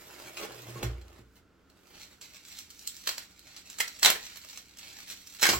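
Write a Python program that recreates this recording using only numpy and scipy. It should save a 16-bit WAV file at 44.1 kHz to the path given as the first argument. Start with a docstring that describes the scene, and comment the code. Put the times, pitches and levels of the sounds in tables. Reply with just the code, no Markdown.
"""Unpacking at a kitchen table

Close perspective: hands work just below a phone's two microphones in a small, hard kitchen that rings
briefly over a faint appliance hum. A box slides, catches, judders and is put down with a thud that booms
in the table. Thin wrapping rustles as it sticks and slips under the fingers; stiff packaging snaps and
tears open in bursts, and something knocks on the table at the end."""
import sys
import numpy as np
from scipy import signal
from scipy.fft import rfft, irfft
from scipy.io import wavfile
from scipy.ndimage import uniform_filter1d

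SR = 44100
rng = np.random.default_rng(int(sys.argv[2]) if len(sys.argv) > 2 else 0)


def dump_mix(stems):
    """Bounce the given channels to the path in sys.argv[1] as a 16-bit WAV at rate SR."""
    frames = np.atleast_2d(stems).T  # one column per channel
    limited = np.clip(frames, -1, 1)  # hard clip at full scale
    pcm = np.round(limited * 32767).astype(np.int16)
    wavfile.write(sys.argv[1], SR, pcm)


N = 246783
TIME = np.arange(N) / SR


def undb(db):
    """Decibels to gain."""
    return 10 ** (np.asarray(db) / 20)


def unit(x):
    """Scale to an energy of one."""
    return x / np.sqrt(np.sum(x ** 2) + 1e-18)


def level(x, db):
    """Scale to an rms level."""
    return x * undb(db) / np.sqrt(np.mean(x ** 2))


def add(track, start_s, sound):
    """Mix a sound into a track at a time."""
    start = int(start_s * SR)
    track[start:start + len(sound)] += sound[:N - start]


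def through(x, impulse):
    """Convolve, keeping the length."""
    return signal.fftconvolve(x, impulse)[:len(x)]


def response(points, size=4096):
    """Minimum-phase impulse response with the spectrum of (freq_hz, gain_db) points."""
    hz, db = np.transpose(points)
    bin_hz = np.maximum(np.arange(size // 2 + 1) * SR / size, 1)
    gain = undb(np.interp(np.log(bin_hz), np.log(hz), db))
    cepstrum = irfft(np.log(gain))
    cepstrum[1:size // 2] *= 2
    cepstrum[size // 2 + 1:] = 0
    return irfft(np.exp(rfft(cepstrum)))


def flatten(x, bins=60):
    """Level out the broad humps of a burst's spectrum, keeping its fine grain."""
    spectrum = rfft(x)
    humps = np.sqrt(uniform_filter1d(abs(spectrum) ** 2, bins) + 1e-9)
    return unit(irfft(spectrum / humps, len(x)))


def walk(rate_hz):
    """A smooth random wander with a spread near one."""
    return np.interp(TIME * rate_hz, np.arange(N // 50), rng.standard_normal(N // 50))


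def grains(samples, per_s, spread_db):
    """Impulses at random times: many small ones and a few large."""
    occurs = rng.random(samples) < per_s / SR
    size = undb(spread_db * np.minimum(rng.exponential(size=samples), 4))
    return occurs * size * rng.choice([-1, 1], samples)


def strike(ring, contact_s):
    """A ringing body's answer to one smooth push; a longer contact leaves out its higher modes."""
    push = np.sin(np.pi * np.minimum(np.arange(len(ring)) / SR / contact_s, 1)) ** 2
    return through(ring, push / push.sum())


def room_tone(air_db=-65.5, apart_db=-6):
    """Still kitchen air, mostly alike at both microphones, and a faint wavering appliance hum."""
    # spectrum of the air: freq_hz, gain_db
    air_colour = [(25, -6), (45, -2), (80, 3), (130, -4), (280, 0), (500, -9), (800, -15), (1150, -13),
                  (1400, -6), (1650, -15), (2500, -19), (4300, -24), (7500, -29), (9200, -38), (15500, -35)]
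    # tones of the appliance: pitch_hz, level_db
    hum_tones = [(59.5, -76), (86.1, -78), (187, -75), (275, -80.5)]
    shared = rng.standard_normal(N)
    air = [through(shared + undb(apart_db) * rng.standard_normal(N), response(air_colour))
           for _ in range(2)]
    hum = sum(np.sqrt(2) * undb(db + 2 * walk(17)) * np.sin(2 * np.pi * hz * TIME + 0.12 * walk(15))
              for hz, db in hum_tones)
    return level(np.array(air), air_db) + hum


def close_paths(x, early_db=-2, decay_s=0.0024, reflect_hz=450, block=2200):
    """Direct sound and quick reflections off box and hands; the paths change as the hands move."""
    t = np.arange(block) / SR
    out = np.zeros((2, N))
    # small surfaces reflect only short waves
    highpass = signal.butter(2, reflect_hz, "high", fs=SR, output="sos")
    for start in range(0, N, block):
        # the hands are a little nearer to the right microphone
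        for mic, lag in zip(out, (rng.integers(1, 3), 0)):
            echoes = grains(block, per_s=9000, spread_db=1.5) * np.exp(-t / decay_s) * (t > .0003)
            paths = undb(early_db) * unit(signal.sosfilt(highpass, echoes))
            paths[lag] += 1
            heard = signal.fftconvolve(x[start:start + block], unit(paths))
            mic[start:start + len(heard)] += heard[:N - start]
    return out


def kitchen(x, tail_db=-4, t60_s=0.25, treble_t60_ratio=0.53, treble_hz=5000, build_s=0.003):
    """The close sound plus the hard walls' short tail, whose treble dies first."""
    t = np.arange(SR // 2) / SR
    noise = rng.standard_normal((2, len(t))) * (1 - np.exp(-t / build_s))
    # long waves, below 350 Hz, reach both microphones alike
    side = signal.sosfilt(signal.butter(2, 350, "high", fs=SR, output="sos"), (noise[0] - noise[1]) / 2)
    diffuse = noise.mean(axis=0) + np.array([side, -side])
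    lows = signal.sosfilt(signal.butter(1, treble_hz, fs=SR, output="sos"), diffuse)
    decay_db = -60 * t / t60_s
    tails = lows * undb(decay_db) + (diffuse - lows) * undb(decay_db / treble_t60_ratio)
    wet = np.array([through(x, unit(tail)) for tail in tails])
    return (close_paths(x) + undb(tail_db) * wet) / np.sqrt(1 + undb(tail_db) ** 2)


def box_judder(pitch_hz=120, wander_rad=0.77, rough_db=2):
    """Stick and slip of the dragged box lock onto a resonance of the table top."""
    # course of the judder: time_s, level_db
    course = [(0, -77), (.5, -68.5), (.66, -53), (.7, -47), (.78, -43), (.83, -62), (.9, -90)]
    time_s, db = np.transpose(course)
    envelope = undb(np.interp(TIME, time_s, db) + rough_db * walk(46))
    return np.sqrt(2) * envelope * np.sin(2 * np.pi * pitch_hz * TIME + wander_rad * walk(37))


def table_thuds():
    """Soft blows ring the table; its lowest modes swell slowly and boom on."""
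    # modes of the table: pitch_hz, gain_db, t60_s, rise_s
    modes = [(59.5, 10.5, 0.49, 0.077), (85, -11.5, 0.98, 0.022), (117.8, 11.5, 0.25, 0.022),
             (216, -10, 0.093, 0.0079), (358.3, 6, 0.25, 0.00046), (443, 0, 0.97, 0.00075)]
    # blows on the table: start_s, gain_db, contact_s
    blows = [(0.831, -30, 0.0042), (1.188, -56, 0.0029), (4.047, -59, .006), (5.489, -46.5, 0.0008),
             (5.532, -37, 0.0075)]
    out, t = np.zeros(N), np.arange(SR) / SR
    wood = sum(undb(db - 60 * t / t60_s) * (1 - np.exp(-t / rise_s)) * np.sin(2 * np.pi * hz * t)
               for hz, db, t60_s, rise_s in modes)
    for start_s, db, contact_s in blows:
        add(out, start_s, undb(db) * strike(wood, contact_s))
    return out


def box_knocks():
    """Each knock briefly rings the hollow box."""
    # modes of the box: pitch_hz, gain_db, t60_s
    modes = [(210, -13.5, 0.14), (272, -9.5, 0.046), (362, -0.5, 0.034), (425, -8, 0.035), (1090, 2, 0.07)]
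    # knocks on the box: start_s, gain_db, contact_s
    knocks = [(0.422, -40, 0.00025), (0.686, -35, 0.0022), (.758, -35, 0.00087), (0.832, -24, 0.00153),
              (1.192, -38, 0.0033), (5.4895, -19.5, 0.0015), (5.5361, -28.5, 0.00022)]
    out, t = np.zeros(N), np.arange(SR // 4) / SR
    card = sum(undb(db - 60 * t / t60_s) * np.cos(2 * np.pi * hz * t) for hz, db, t60_s in modes)
    for start_s, db, contact_s in knocks:
        add(out, start_s, undb(db) * strike(card, contact_s))
    return out


def friction(colour, tilt, slips_per_s, spread_db, jerk_db, flicker_db):
    """Stick-slip grains over fine hiss, moved in jerks; tilt is in dB per octave about 4 kHz."""
    slips = level(grains(N, slips_per_s, spread_db), db=0)
    hiss = level(rng.standard_normal(N), db=1)
    rubbing = (slips + hiss) * undb(jerk_db * walk(60))
    spectrum = rfft(level(through(rubbing, response(colour)), db=0))
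    bin_hz = np.maximum(np.arange(len(spectrum)) * SR / N, 1)
    octave = np.clip(np.log2(bin_hz / 4000), -4, 2)
    out = np.zeros(N)
    for centre in np.unique(np.round(octave)):
        band = irfft(spectrum * np.maximum(1 - abs(octave - centre), 0), N)
        # each fold has its own size, so the octaves flicker apart
        out += band * undb(tilt * centre + flicker_db * walk(90))
    return out


def box_slide(fade_s=0.33, gain_db=2):
    """The box rubs over the table, then is shifted gently; the rubbing dies away after the move."""
    # the slide and the shift that follows: time_s, gain_db, tilt_db_per_octave
    slide = [(0.02, -52.5, -0.84), (0.282, -48.5, -1.8), (0.318, -53, -0.7), (0.436, -38, -2.2),
             (0.472, -54.5, -2.4), (0.532, -49, -3.6), (0.568, -53, -1.5), (0.77, -47, -1.9),
             (0.82, -52, -5)]
    shift = [(1.03, -68.5, -4), (1.13, -64, -3), (1.194, -60, -3), (1.23, -72.5, -3.5), (1.336, -77, 1),
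             (1.37, -57.5, 0), (1.418, -90, -7.5), (1.814, -65.5, -1.5), (1.89, -61.5, -0.5)]
    # spectrum of box on table: freq_hz, gain_db
    colour = [(80, -24.5), (130, -17), (200, -21), (420, -9), (700, -15.5), (1200, -15.5), (1700, -15.5),
              (2600, -15), (4500, -16.5), (8000, -16.5), (9000, -22), (12000, -18), (15500, -19.5)]
    time_s, db, tilt = np.transpose(list(slide) + list(shift))
    idle_s = np.maximum(time_s[0] - TIME, 0) + np.maximum(TIME - time_s[-1], 0)
    envelope = undb(np.interp(TIME, time_s, db) + gain_db) * np.exp(-idle_s / fade_s)
    tilt = np.interp(TIME, time_s, tilt)
    return envelope * friction(colour, tilt, slips_per_s=900, spread_db=4.5, jerk_db=2, flicker_db=1.5)


def wrapping_rustle(grip_s=0.004, press_db=2.5, release_s=0.029,
                    held_from_s=2.28, held_db=-57.5, held_tilt=-3.5):
    """Each stroke grips, presses harder and lets go; once held, the wrapping stirs faintly in between."""
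    # finger strokes: start_s, length_s, gain_db, tilt_db_per_octave
    strokes = [(1.897, 0.11, -57, -6.5), (1.978, 0.061, -52, -3), (2.058, 0.083, -61, -5),
               (2.214, 0.038, -46.5, -3.5), (2.326, 0.038, -51, -4), (2.445, 0.17, -48.5, -2.2),
               (2.74, 0.4, -52.5, -1), (3.03, 0.2, -50, -3.5), (3.45, 0.14, -53.5, -5),
               (3.652, 0.71, -51, -3.5), (4.206, .11, -60, -7.5), (4.391, .2, -52.5, -1.5),
               (4.789, 0.24, -49, -3.5), (5.071, 0.041, -42, -2.5), (5.157, 0.3, -53.5, -1.3),
               (5.409, 0.13, -36.5, 2.5)]
    # spectrum of the thin wrapping: freq_hz, gain_db
    colour = [(280, -24.5), (600, -20.5), (1200, -15.5), (2200, -4), (3300, -4), (4350, 2.5), (5100, -4),
              (5850, 3.5), (6450, -4), (7700, 4), (8400, -10), (9100, -8), (15500, -4)]
    power = undb(held_db) ** 2 * np.clip((TIME - held_from_s) / grip_s, 1e-6, 1)
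    weighted_tilt = power * held_tilt
    for start_s, length_s, db, tilt in strokes:
        t = TIME - start_s
        grip = np.clip(t / grip_s, 0, 1)
        press = undb(db + press_db * (np.clip(t / length_s, 0, 1) + 0.5))
        release = np.exp(-np.maximum(t - length_s, 0) / release_s)
        stroke_power = (grip * press * release) ** 2
        power += stroke_power
        weighted_tilt += stroke_power * tilt
    return np.sqrt(power) * friction(colour, weighted_tilt / power, slips_per_s=600, spread_db=5.5,
                                     jerk_db=1.6, flicker_db=1.3)


def panel_ring(t, detune=0.022):
    """The ring of the stiff packaging; bending shifts its pitches from one burst to the next."""
    # resonances of the panel: pitch_hz, width_hz, gain_db
    modes = [(1840, 250, -6.5), (2090, 390, 13.5), (3350, 98, 27.5), (3830, 550, 17.5), (4310, 94, 26.5),
             (5800, 84, 27.5), (7970, 68, 21)]
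    hz, width_hz, db = np.transpose(modes)[:, :, None]
    hz = hz * (1 + detune * rng.standard_normal(hz.shape))
    return unit(np.sum(undb(db) * np.exp(-np.pi * width_hz * t) * np.sin(2 * np.pi * hz * t), axis=0))


def catches_and_snaps(lead_s=0.012, strain_s=0.003, crack_s=0.00076, balance_s=0.0078, strain_gain=0.35,
                      tone_db=-7.5, tone_cycles=3.4, panel_gain=0.34, gain_db=1):
    """Box or packaging strains and gives with a crack and a rasp, ringing a brief tone and the panel."""
    # scrapes and catches of the sliding box, then snaps and tears of packaging:
    # start_s, gain_db, body_db, pitch_hz, rasp_s
    bursts = [(0.274, -52, 17, 2300, 0.016), (0.371, -36.5, 1, 2600, 0.018),
              (0.521, -47.5, -5, 4300, 0.0037), (0.62, -49, -22, 13000, 0.0019),
              (0.8294, -32.5, 11, 12000, 0.015), (1.014, -56, 6, 4160, 0.009),
              (1.082, -58.5, -6, 4400, 0.0024), (1.7, -61, -4, 4360, .002), (1.871, -61, -11, 4400, .002),
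              (2.213, -43, -13, 7250, 0.018), (2.589, -39.5, -29, 5840, 0.0017),
              (2.704, -44, -29, 6040, 0.0086), (2.793, -47, -41, 5700, 0.0016),
              (2.8749, -29.5, -47, 7600, 0.0015), (2.967, -45, -29, 5700, 0.0018),
              (3.074, -25, -3.5, 4400, 0.0061), (3.091, -27.5, -3, 4440, 0.0046),
              (3.181, -34.5, -2, 4540, 0.0032), (3.393, -50.5, -24, 4200, 0.0022),
              (3.564, -39.5, -19, 4500, 0.024), (3.7005, -42.5, -23, 7340, .003),
              (3.786, -35, -10, 7600, 0.0087), (3.802, -30.5, -2, 12000, 0.0014),
              (3.805, -22, -6.5, 2000, 0.0064), (3.8793, -37.5, -7, 4300, 0.0039),
              (3.995, -44, -22, 7500, 0.0011), (4.0303, -17, -4, 4220, 0.0048),
              (4.048, -15, -2.5, 4000, .006), (4.059, -13.5, 1, 3500, 0.0083), (4.08, -22, 5, 3860, 0.025),
              (4.1024, -20.5, 0.5, 12000, 0.0012), (4.157, -41, 13, 1850, 0.009),
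              (4.255, -45.5, -34, 7500, 0.0018), (4.3594, -45.5, -5, 4400, 0.00087),
              (4.372, -43.5, -14, 12900, .002), (4.448, -47.5, 3, 5500, 0.0016),
              (4.531, -44.5, -5, 5850, 0.013), (4.5745, -40.5, -5.5, 5950, .005),
              (4.772, -49.5, -6, 5800, .002), (4.787, -44.5, -28, 5700, 0.0015),
              (5.272, -44.5, -18, 5600, 0.0036), (5.349, -46.5, -15, 2200, .002),
              (5.396, -40, -3, 3380, 0.012), (5.421, -30.5, 3, 5600, 0.0011),
              (5.429, -18.5, 3, 5450, 0.0058), (5.4358, -16, 0.5, 2130, 0.035),
              (5.4546, -23.5, 2.5, 1760, 0.00095), (5.467, -22, -4, 1550, 0.0064),
              (5.4901, -17, 0.5, 4800, 0.017), (5.515, -37, 16, 2300, .02),
              (5.534, -29.5, 8.5, 1087, 0.013)]
    # spectrum shared by the bursts: freq_hz, gain_db
    colour = [(100, -15.5), (200, -14), (450, -3), (800, -5), (1200, -4.5), (1800, -3), (2600, -3.5),
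              (3400, -2.5), (4200, 0), (5200, -1.5), (8000, 2), (9000, -7), (15500, -5)]
    out, t = np.zeros(N), np.arange(SR // 7) / SR
    from_crack_s, cracked = abs(t - lead_s), t >= lead_s
    material = response(colour)
    for start_s, db, body_db, pitch_hz, rasp_s in bursts:
        strain = unit(rng.standard_normal(len(t)) * np.exp(-from_crack_s / strain_s) * ~cracked)
        crack = unit(rng.standard_normal(len(t)) * np.exp(-from_crack_s / crack_s) * cracked)
        rasp = unit(grains(len(t), per_s=3000, spread_db=3.5) * np.exp(-from_crack_s / rasp_s) * cracked)
        # a rasp longer than balance_s carries more energy than its first crack
        force = strain_gain * strain + crack + np.sqrt(rasp_s / balance_s) * rasp
        push = through(flatten(force), material)
        tone_ring = np.exp(-pitch_hz * t / tone_cycles) * np.cos(2 * np.pi * pitch_hz * t)
        tone = undb(tone_db) * unit(through(push, tone_ring))
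        panel = panel_gain * unit(through(push, panel_ring(t)))
        # the energy of 10 ms at an rms of one
        burst = unit(unit(push) + tone + panel) * np.sqrt(SR * 0.01)
        # more body brings more mids; a longer rasp is duller
        mid_db, treble_db = 3 + 0.34 * body_db, 0.5 - 300 * rasp_s
        shade = [(600, body_db), (1300, mid_db), (2300, mid_db), (3600, 0),
                 (7500, treble_db / 4 - 1), (10000, treble_db)]
        add(out, start_s - lead_s, through(burst, response(shade)) * undb(db + gain_db))
    return out


def scene():
    """The handling sounds in the kitchen; the table's boom and judder reach both microphones alike."""
    handling = box_slide() + wrapping_rustle() + catches_and_snaps() + box_knocks()
    return kitchen(handling) + table_thuds() + box_judder() + room_tone()


def record(dry, ceiling_db=3, top_hz=16000):
    """The phone's right microphone is the brighter one; peaks are rounded and the top is cut steeply."""
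    # right microphone against left: freq_hz, gain_db
    imbalance = [(100, 1), (400, 3.5), (1000, -1), (2000, 2.1), (4500, 2.5), (8000, 2.4), (14000, 7.5)]
    mics = [through(x, response([(hz, side * db / 2) for hz, db in imbalance]))
            for x, side in zip(dry, (-1, 1))]
    rounded = undb(ceiling_db) * np.tanh(np.array(mics) / undb(ceiling_db))
    return signal.sosfilt(signal.ellip(10, .2, 70, top_hz, fs=SR, output="sos"), rounded)


dry = scene()
out = record(dry)
dump_mix(out)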